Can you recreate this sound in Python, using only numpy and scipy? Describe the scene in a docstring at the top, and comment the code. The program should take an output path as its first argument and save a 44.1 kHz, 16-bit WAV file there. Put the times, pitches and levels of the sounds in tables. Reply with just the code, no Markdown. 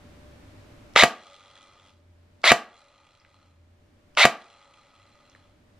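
"""A wavering hum, rumble and hiss fill a small room; a trigger ticks, and an electric airsoft gun fires
three single shots close by. Each time a faint hiss swells for milliseconds, the motor kicks in, and sine
whine and noise grind rise with gear speed until the piston is let go. Its slam rings the body's modes,
recoils and shivers loose parts; the spring, noise-driven resonances, rings and buzzes about a second; the
trigger clicks back. Echoes are decaying noise. The recorder's gain drops at every shot, slowly recovers."""
import sys
import numpy as np
from scipy import signal
from scipy.fft import rfft, irfft, next_fast_len
from scipy.io import wavfile
from scipy.ndimage import uniform_filter1d

SR = 44100
rng = np.random.default_rng(int(sys.argv[2]) if len(sys.argv) > 2 else 0)


def int16_out(signal):
    """Quantize to a 16-bit WAV file."""
    q = np.round(np.clip(np.atleast_2d(signal).T, -1, 1) * 32767)
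    wavfile.write(sys.argv[1], SR, q.astype(np.int16))


N = 255383
TIME = np.arange(N) / SR

# room noise spectrum: (frequency [Hz], density [dB per Hz])
AIR = [(20, -4.5), (50, -2.5), (100, -2.5), (180, -6.5), (280, -3), (420, -10.5), (600, -11), (900, -13.5),
       (2000, -16), (4000, -22), (8000, -29.5), (15000, -40)]
# room noise, side over mid: (frequency [Hz], ratio [dB])
AIR_SIDE = [(60, -32.5), (110, -21.5), (200, -10), (400, -2.5), (1300, -1), (15000, -1.5)]
RUMBLE_DB, HISS_DB = -64.5, -69.5
# swells of low drone: (middle [s], level [dB], half length [s], frequency [Hz])
HUM_SWELLS = [(.28, -70, .15, 69.87), (.7, -71, 0.15, 103), (2.14, -59, .19, 87), (3.62, -60.5, .2, 86)]
HUM_HZ, HUM_DB = 94.6, -73.5
FAINT_TONE_HZ, FAINT_TONE_DB = 590, -77.5

# trigger clicks: (time [s], level [dB], centre [Hz], width [Hz])
TRIGGER = [(0.937, -71, 4040, 4500), (1.567, -54, 1630, 800), (2.4176, -64, 4015, 4500),
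           (3.2000, -60.5, 5470, 1600), (3.249, -53.5, 1680, 750), (4.1510, -59.5, 3385, 4494),
           (5.2980, -61, 5480, 2504), (5.3500, -53, 1780, 810)]

# shots: (motor start [s], piston slam [s], start kick [dB], gears [dB], slam [dB])
SHOTS = [(0.9608, 1.0347, -6, -3, -1), (2.4396, 2.517, -7.5, -1.5, -0.5), (4.1729, 4.252, -11.5, -2, -1.5)]
# faint noise swell just before each motor start
LEAD_IN_S, LEAD_IN_DB = 0.0055, -41

# blows of one cycle, gear release, latch, cylinder-head hit, bounce:
# (time after slam [s], level [dB], low cutoff [Hz], high cutoff [Hz])
CYCLE = [(-0.0116, -1.5, 1607, 4600), (-0.0101, -10, 599.2, 2200), (0.0003, 7.5, 50.36, 13000),
         (0.0027, -5, 250, 1100)]
KICK_DB, KICK_LOW_HZ, KICK_HIGH_HZ = -6.5, 410, 2200
# gearbox and receiver modes: (frequency [Hz], level [dB], t60 before grip damping [s])
BODY = [(136, -29.5, 0.18), (219, -18.5, 0.088), (296, -33, 0.34), (444, -19, 0.033), (534.4, -38, 0.25),
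        (673, -34, 0.38), (683, -6.5, 0.039), (915, -9, 0.0075), (880, -27.5, 0.17), (1187, -13, 0.017),
        (1280, -37, 0.3), (1400, -20.5, .025), (1920, -26.5, 0.46), (2100, -13.5, 0.0029),
        (2300, -29, 0.24), (2460, -2.5, 0.0036), (2740, -17.5, 0.004), (3294, -28, 0.021),
        (4590, -21.5, 0.0081), (4910, -27, 0.036)]
GRIP_T60_S = 0.22
# contact crack spectrum: (frequency [Hz], density [dB per Hz])
CRACK = [(200, -13), (800, 4.5), (2500, 5.5), (4000, -12.5), (7000, -9), (12500, -10), (15500, -32)]
CRACK_DB, CRACK_T60_S = -11, 0.044

# gear whine partials: (multiple of pinion tooth rate [ratio], level [dB])
WHINE = [(.29, -28), (0.581, -34.5), (1.003, -17.5), (1.621, -28), (1.83, -30.5)]
TOP_TOOTH_HZ, SPIN_UP_S = 2515, 0.025
# whine unevenness, as shares of level and of pitch
WHINE_ROUGH, WHINE_WOBBLE = 0.35, 0.015
# tooth grinding spectrum: (frequency [Hz], density [dB per Hz])
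GRIND = [(100, -30.5), (330, -12), (480, -7), (620, 3.5), (950, -0.5), (1350, 2.5), (1650, -9), (2200, 3),
         (2800, -1.5), (3900, -5), (5500, -11), (7500, -14.5), (10000, -19.5), (13000, -23), (15500, -33)]
GRIND_DB, GEARS_LOW_HZ = -20.5, 430
# gear housing rung by the teeth: (frequency [Hz], width [Hz], level [dB])
HOUSING = [(667, 62, 2.5), (996, 83, -5), (1348, 8.7, -0.5), (1950, 64, 1), (2100, 60, 4), (2290, 39, 1),
           (3390, 59, -1), (3610, 34, -4), (3720, 130, -2.5), (3960, 120, -3), (4212, 43, -2),
           (4430, 47, -5.5)]
HOUSING_DB = -21.5

# loose parts' shiver spectrum: (frequency [Hz], density [dB per Hz])
SHIVER = [(120, -15), (215, 4.5), (300, -10.5), (480, -8.5), (760, 3.5), (1100, -4), (1600, -4.5),
          (2300, 0.5), (4000, -6.5), (6000, -10.5), (8500, -18.5), (11000, -37.5)]
SHIVER_DB, SHIVER_T60_S = -20.5, 0.22  # level against the slam

# spring swing per shot: (knocks [per s], timing scatter [periods], extra level of main buzz [dB])
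SWING = [(94.3, .05, 4), (93, .2, -1.5), (94, .2, -1.5)]
# spring per shot: (ring [dB], buzz [dB], scrape [dB], loss [dB per s], fade-out start [s], beat depth [dB])
SPRING_RUNS = [(-49.5, -52.5, -59, 16.5, .84, 3), (-53, -57.5, -67, 18, .97, 1.5),
               (-52.5, -57, -69.5, 15, 1.22, 1)]
# spring ring resonances: (frequency [Hz], width [Hz], level [dB])
SPRING_RING = [(563, 23, 1), (825, 46, -3.5), (1252, 86, 0), (1470, 140, -18.5), (1970, 110, -8.5),
               (2450, 90, -9)]
# higher buzzing resonances: (frequency [Hz], width [Hz], level [dB])
SPRING_BUZZ = [(2720, 180, -1.5), (3334, 180, 2), (4090, 100, 2), (4920, 190, -13.5), (5300, 160, -14),
               (5950, 300, -13.5), (6700, 560, -14), (8500, 1000, -13)]
# bright scrape of the knocks: (frequency [Hz], density [dB per Hz])
SCRAPE = [(2000, -24.5), (3300, -2), (5000, 0), (7000, -3), (8500, -7.5), (12000, -28)]
# coils rubbing on the guide: (frequency [Hz], density [dB per Hz])
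RUB = [(200, -9.5), (600, 0.5), (1500, -2.5), (4000, -8), (8000, -16.5), (12000, -31.5)]
RUB_DB = -5.5  # against the ring
BEAT_HZ, RING_BEAT_SHARE = 3.6, 0.25

# gun at the microphone ports, side over mid: (frequency [Hz], ratio [dB])
GUN_SIDE = [(60, -30.5), (200, -33.5), (700, -26), (1300, -22.5), (2400, -17.5), (4400, -8), (6000, 0.5),
            (8100, 8.5), (9500, 20), (15000, 24.5)]
# room echo colour: (frequency [Hz], level [dB])
ROOM = [(60, -13), (130, -10), (220, 0.5), (330, 0), (500, -4.5), (850, -2), (1250, -1.5), (1650, -3.5),
        (2200, -6.5), (4000, -2), (8000, -1), (15000, -3)]
# room echo, side over mid: (frequency [Hz], ratio [dB])
ROOM_SIDE = [(60, -21.5), (200, -28.5), (400, -21.5), (700, -24), (1300, -17), (2400, -10.5), (4400, -6),
             (8100, 1.5), (9500, 20.5), (15000, 28)]
# late echo decay: (band centre [Hz], t60 [s])
ROOM_T60 = [(100, 0.075), (400, 0.36), (1200, .35), (3000, 0.29), (7000, 0.16), (14000, 0.25)]
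EARLY_DB, EARLY_T60_S, LATE_DB = -8.5, 0.14, -7.5

# gain control
AIM_DB, MOST_GAIN_DB, RECOVERY_DB_PER_S = -13, 14.5, 8
DETECTOR_S, GAIN_ATTACK_S = 0.014, 0.0086
STOPBAND_HZ = 16300


def from_db(db):
    """Amplitude ratio of a level in dB."""
    return 10 ** (np.asarray(db) / 20)


def rms_one(x):
    """Scale to rms 1."""
    return x / np.sqrt(np.mean(x ** 2) + 1e-20)


def at_hz(points, hz):
    """Interpolate a spectrum on a log-frequency axis."""
    f, value = np.transpose(points)
    return np.interp(np.log(hz + 1e-9), np.log(f), value)


def bins(count):
    """Real-FFT bin frequencies in Hz."""
    return np.arange(count // 2 + 1) * SR / count


def noise(spectrum, count):
    """Coloured noise, rms 1."""
    white = rfft(rng.standard_normal(count))
    return rms_one(irfft(white * from_db(at_hz(spectrum, bins(count))), count))


def stereo_noise(spectrum, side_db, count):
    """Coloured stereo noise with a set side/mid ratio at each frequency, rms 1."""
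    size = next_fast_len(count)
    mid, side = rfft(rng.standard_normal((2, size)))
    share = from_db(at_hz(side_db, bins(size)))
    pair = (mid + share * side * [[1], [-1]]) / np.hypot(1, share)
    colour = from_db(at_hz(spectrum, bins(size)))
    return rms_one(irfft(pair * colour, size)[:, :count])


def drift(knots_per_s):
    """Random values of spread 1, joined by straight lines."""
    knots = rng.standard_normal(4096)
    return np.interp(TIME * knots_per_s, np.arange(len(knots)), knots)


def cut(x, hz, kind, order=2):
    """Butterworth filter."""
    sos = signal.butter(order, np.clip(hz, 10, 0.45 * SR), kind, fs=SR, output="sos")
    return signal.sosfilt(sos, x + 1e-18)


def resonate(x, resonances):
    """Parallel two-pole resonances of alternating sign."""
    out = 0
    for k, (hz, width_hz, db) in enumerate(resonances):
        r = np.exp(-np.pi * width_hz / SR)
        gain = (-1) ** k * from_db(db) * (1 - r * r) / 2
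        poles = [1, -2 * r * np.cos(2 * np.pi * hz / SR), r * r]
        out = out + gain * signal.lfilter([1, 0, -1], poles, x + 1e-18)
    return out


def decay(t, t60_s):
    """Exponential fall of 60 dB in t60_s."""
    return np.exp(-np.log(1000) * t / t60_s)


def add(out, at_s, sound):
    """Mix a sound in at a time."""
    at = int(round(at_s * SR))
    out[at:at + len(sound)] += sound[:N - at]


def background(split_hz=500, hum_waver=0.024, hum_flutter_db=4.5, tone_flutter_db=2.5, tone_waver_rad=1.6):
    """Steady rumble and hiss, a wavering hum with a few low swells, a faint fluttering tone."""
    air = stereo_noise(AIR, AIR_SIDE, N)
    low = cut(air, split_hz, "low", order=1)
    air = from_db(RUMBLE_DB) * low + from_db(HISS_DB) * (air - low)

    turn = 2 * np.pi * np.cumsum(1 + hum_waver * drift(32)) / SR  # phase of 1 Hz
    hum = from_db(HUM_DB + hum_flutter_db * drift(13)) * np.sin(HUM_HZ * turn)
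    for middle_s, db, half_s, hz in HUM_SWELLS:
        swell = from_db(db) / (1 + ((TIME - middle_s) / half_s) ** 2)
        hum += swell * np.sin(hz * turn)

    tone_level = from_db(FAINT_TONE_DB + tone_flutter_db * drift(23))
    tone_phase = 2 * np.pi * FAINT_TONE_HZ * TIME + tone_waver_rad * drift(42)
    return air + np.sqrt(2) * (hum + tone_level * np.sin(tone_phase))


def trigger(t60_s=0.0072):
    """Small dry ticks of the trigger pressed and let go: decaying noise through a double resonance."""
    out, t = np.zeros(N), TIME[:SR // 16]
    for at_s, db, hz, width_hz in TRIGGER:
        tick = rng.standard_normal(len(t)) * decay(t, t60_s)
        for _ in range(2):
            tick = resonate(tick, [(hz, width_hz, 0)])
        add(out, at_s, from_db(db) * tick / np.std(tick[:SR // 250]))
    return out


def lead_in():
    """A faint swell of gear-coloured noise that leads into each motor start."""
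    out, count = np.zeros(N), int(LEAD_IN_S * SR)
    for start_s, *_ in SHOTS:
        swell = noise(GRIND, SR // 10)[:count] * np.sqrt(np.linspace(0, 2, count))
        add(out, start_s - LEAD_IN_S, from_db(LEAD_IN_DB) * swell)
    return out


def body_ring():
    """The gun's answer to one blow: modes damped by the shooter's grip, plus a short crack."""
    t = TIME[:SR // 2]
    modes = np.zeros(len(t))
    for k, (hz, db, t60_s) in enumerate(BODY):
        modes += (-1) ** k * from_db(db) * np.sin(2 * np.pi * hz * t) * decay(t, t60_s)
    crack = from_db(CRACK_DB) * noise(CRACK, len(t)) * decay(t, CRACK_T60_S)
    return modes * decay(t, GRIP_T60_S) + crack


def blows():
    """Every knock rings the same body; the contact decides which band it reaches."""
    knocks = []
    for start_s, slam_s, kick_db, _, slam_db in SHOTS:
        knocks.append((start_s, KICK_DB + kick_db, KICK_LOW_HZ, KICK_HIGH_HZ))
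        knocks += [(slam_s + lag_s, slam_db + db, low, high) for lag_s, db, low, high in CYCLE]
    out, ring = np.zeros(N), body_ring()
    for at_s, db, low_hz, high_hz in knocks:
        add(out, at_s, from_db(db) * cut(cut(ring, low_hz, "high"), high_hz, "low"))
    return out


def gears(tooth_depth=0.85, rattle_db=0.0, bright_hz=1700, brighten_s=0.013, dull_fall=0.86, run_down_s=0.007):
    """The motor spins up; teeth whine and grind, ever brighter, until the piston is let go."""
    out, t = np.zeros(N), TIME[:SR // 6]
    speed = 1 - np.exp(-t / SPIN_UP_S)
    bright = 1 - np.exp(-t / brighten_s)
    for start_s, slam_s, _, gears_db, _ in SHOTS:
        tooth_hz = TOP_TOOTH_HZ * speed * (1 + WHINE_WOBBLE * drift(250)[:len(t)])
        turn = 2 * np.pi * np.cumsum(tooth_hz) / SR
        whine = np.zeros(len(t))
        for multiple, db in WHINE:
            rough = 1 + WHINE_ROUGH * drift(300)[:len(t)]
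            whine += from_db(db) * np.sqrt(2) * np.sin(multiple * turn) * rough

        # one pulse per tooth of the slow gear; rattle_db 0 keeps them even
        pulses = (1 + tooth_depth * np.cos(WHINE[0][0] * turn)) * from_db(rattle_db * drift(500)[:len(t)])
        housing = rms_one(resonate(pulses * rng.standard_normal(len(t)), HOUSING))
        grind = from_db(GRIND_DB) * noise(GRIND, len(t)) * pulses + from_db(HOUSING_DB) * housing
        dull = cut(grind, bright_hz, "low", order=1)

        sound = speed ** 3 * whine + bright * (grind - dull) + (1 - dull_fall * speed) * dull
        release_s = slam_s + CYCLE[0][0]
        loaded = np.exp(-np.maximum(start_s + t - release_s, 0) / run_down_s)
        sound = cut(cut(loaded * sound, GEARS_LOW_HZ, "high"), GEARS_LOW_HZ, "high")
        add(out, start_s, from_db(gears_db) * sound)
    return out


def recoil(lead_s=0.0018, width_s=0.00076, push_db=-18):
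    """The piston's rush shoves gun and air one way, then back: a single low swing."""
    out = np.zeros(N)
    for _, slam_s, _, _, slam_db in SHOTS:
        u = np.clip((TIME - slam_s + lead_s) / width_s, -10, 10)
        out += from_db(push_db + slam_db) * u * np.exp((1 - u * u) / 2)
    return out


def shiver():
    """Loose small parts chatter densely after each slam: decaying coloured noise."""
    out, t = np.zeros(N), TIME[:SR // 2]
    for _, slam_s, _, _, slam_db in SHOTS:
        chatter = noise(SHIVER, len(t)) * decay(t, SHIVER_T60_S)
        add(out, slam_s, from_db(SHIVER_DB + slam_db) * chatter)
    return out


def spring(uneven_db=3.35, knock_t60_s=0.012, sizzle=0.084, ring_sizzle=0.5, fade_s=0.075):
    """Coils knock on the guide once a swing and drive the resonances; the swing beats and dies down."""
    out = np.zeros(N)
    for shot, run, (knocks_per_s, scatter, main_db) in zip(SHOTS, SPRING_RUNS, SWING):
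        ring_db, buzz_db, scrape_db, loss_db_per_s, length_s, beat_db = run
        start_s = shot[1]
        age = np.maximum(TIME - start_s, 0)

        chance = rng.standard_normal((160, 2))  # knock timing, knock level
        times = start_s + np.abs(np.arange(len(chance)) + scatter * chance[:, 0]) / knocks_per_s
        knocks = np.zeros(2 * N)  # room for knocks past the end
        knocks[(times * SR).astype(int)] = from_db(uneven_db * np.minimum(chance[:, 1], 1.5))
        contact = signal.lfilter([1], [1, -decay(1 / SR, knock_t60_s)], knocks[:N] + 1e-18)

        sounding = (age > 0) & (age < length_s)
        fade = np.exp(-np.maximum(age - length_s, 0) / fade_s)
        swing = (age > 0) * from_db(-loss_db_per_s * age) * fade
        # two close swings beat
        beat = beat_db * np.cos(2 * np.pi * BEAT_HZ * age)

        buzz_modes = [(hz, width, db + main_db * (k == 1)) for k, (hz, width, db) in enumerate(SPRING_BUZZ)]
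        ring = resonate((contact + ring_sizzle) * rng.standard_normal(N), SPRING_RING)
        buzz = resonate((contact + sizzle) * rng.standard_normal(N), buzz_modes)
        scrape = (contact + sizzle) * noise(SCRAPE, next_fast_len(N))[:N]
        rub = noise(RUB, next_fast_len(N))[:N]
        layers = [(ring, ring_db + RING_BEAT_SHARE * beat), (buzz, buzz_db + beat),
                  (scrape, scrape_db + beat), (rub, ring_db + RUB_DB)]
        for sound, db in layers:
            out += from_db(db) * swing * sound / np.std(sound[sounding])
    return out


def ports(x, ripple=0.19, ripple_hz=300, shadow_hz=3500):
    """Two microphone ports hear the gun alike in the bass, in near-opposite phase in the treble."""
    size = next_fast_len(N + SR // 10)
    hz = bins(size)
    half_phase = np.arctan(from_db(at_hz(GUN_SIDE, hz)))
    # short waves scatter round the microphone's case, differently for each port
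    chance = np.interp(hz / ripple_hz, np.arange(256), rng.standard_normal(256))
    scatter = ripple * hz / (hz + shadow_hz) * np.sin(2 * half_phase) * chance
    pair = np.exp((2 * scatter + 1j * half_phase) * [[-1], [1]])
    pair = pair / np.sqrt(np.cosh(4 * scatter))  # keeps the pair's power
    return irfft(rfft(x, size) * pair, size)[:, :N]


def room(x, first_echo_s=0.0049):
    """Quick reflections from the shooter and nearby things, then a tail that dies band by band."""
    def unit_energy(t60_s):
        return np.sqrt(np.log(1e6) / (t60_s * SR))

    t = TIME[:SR * 2 // 3]
    early = stereo_noise(ROOM, ROOM_SIDE, len(t)) * decay(t, EARLY_T60_S) * unit_energy(EARLY_T60_S)
    wash, late = rfft(stereo_noise(ROOM, ROOM_SIDE, len(t))), 0
    centres = [hz for hz, _ in ROOM_T60]
    # overlapping bands, each with weight 1 at its own centre
    for weights, (_, t60_s) in zip(np.eye(len(centres)), ROOM_T60):
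        share = at_hz(list(zip(centres, weights)), bins(len(t)))
        band = irfft(wash * share, len(t))
        late = late + band * decay(t, t60_s) * unit_energy(t60_s)
    echo = (from_db(EARLY_DB) * early + from_db(LATE_DB) * late) * (t > first_echo_s)
    return signal.fftconvolve(x[None], echo, axes=1)[:, :N]


def gain_control(x):
    """Loud sound pushes the gain down fast; it creeps back, and the room noise rises with it."""
    power = uniform_filter1d(np.mean(x ** 2, axis=0), int(DETECTOR_S * SR))
    level_db = 10 * np.log10(np.maximum(power, 1e-12))
    excess_db = np.maximum(level_db + MOST_GAIN_DB - AIM_DB, 0)
    # peak hold, falling at the recovery rate
    climb_db = RECOVERY_DB_PER_S * TIME
    duck_db = np.maximum.accumulate(excess_db + climb_db) - climb_db
    r = np.exp(-1 / (GAIN_ATTACK_S * SR))
    return x * from_db(MOST_GAIN_DB - signal.lfilter([1 - r], [1, -r], duck_db))


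def scene():
    """The gun, its room and the background."""
    gun = lead_in() + blows() + shiver() + recoil() + gears() + spring() + trigger()
    return ports(gun) + room(gun) + background()


def record(dry):
    """The gain rides the shots, peaks are rounded off, the top is cut."""
    held = gain_control(dry)
    rounded = held / (1 + held ** 6) ** (1 / 6)
    low_pass = signal.cheby2(14, 70, STOPBAND_HZ, fs=SR, output="sos")
    return signal.sosfilt(low_pass, rounded)


dry = scene()
out = record(dry)
int16_out(out)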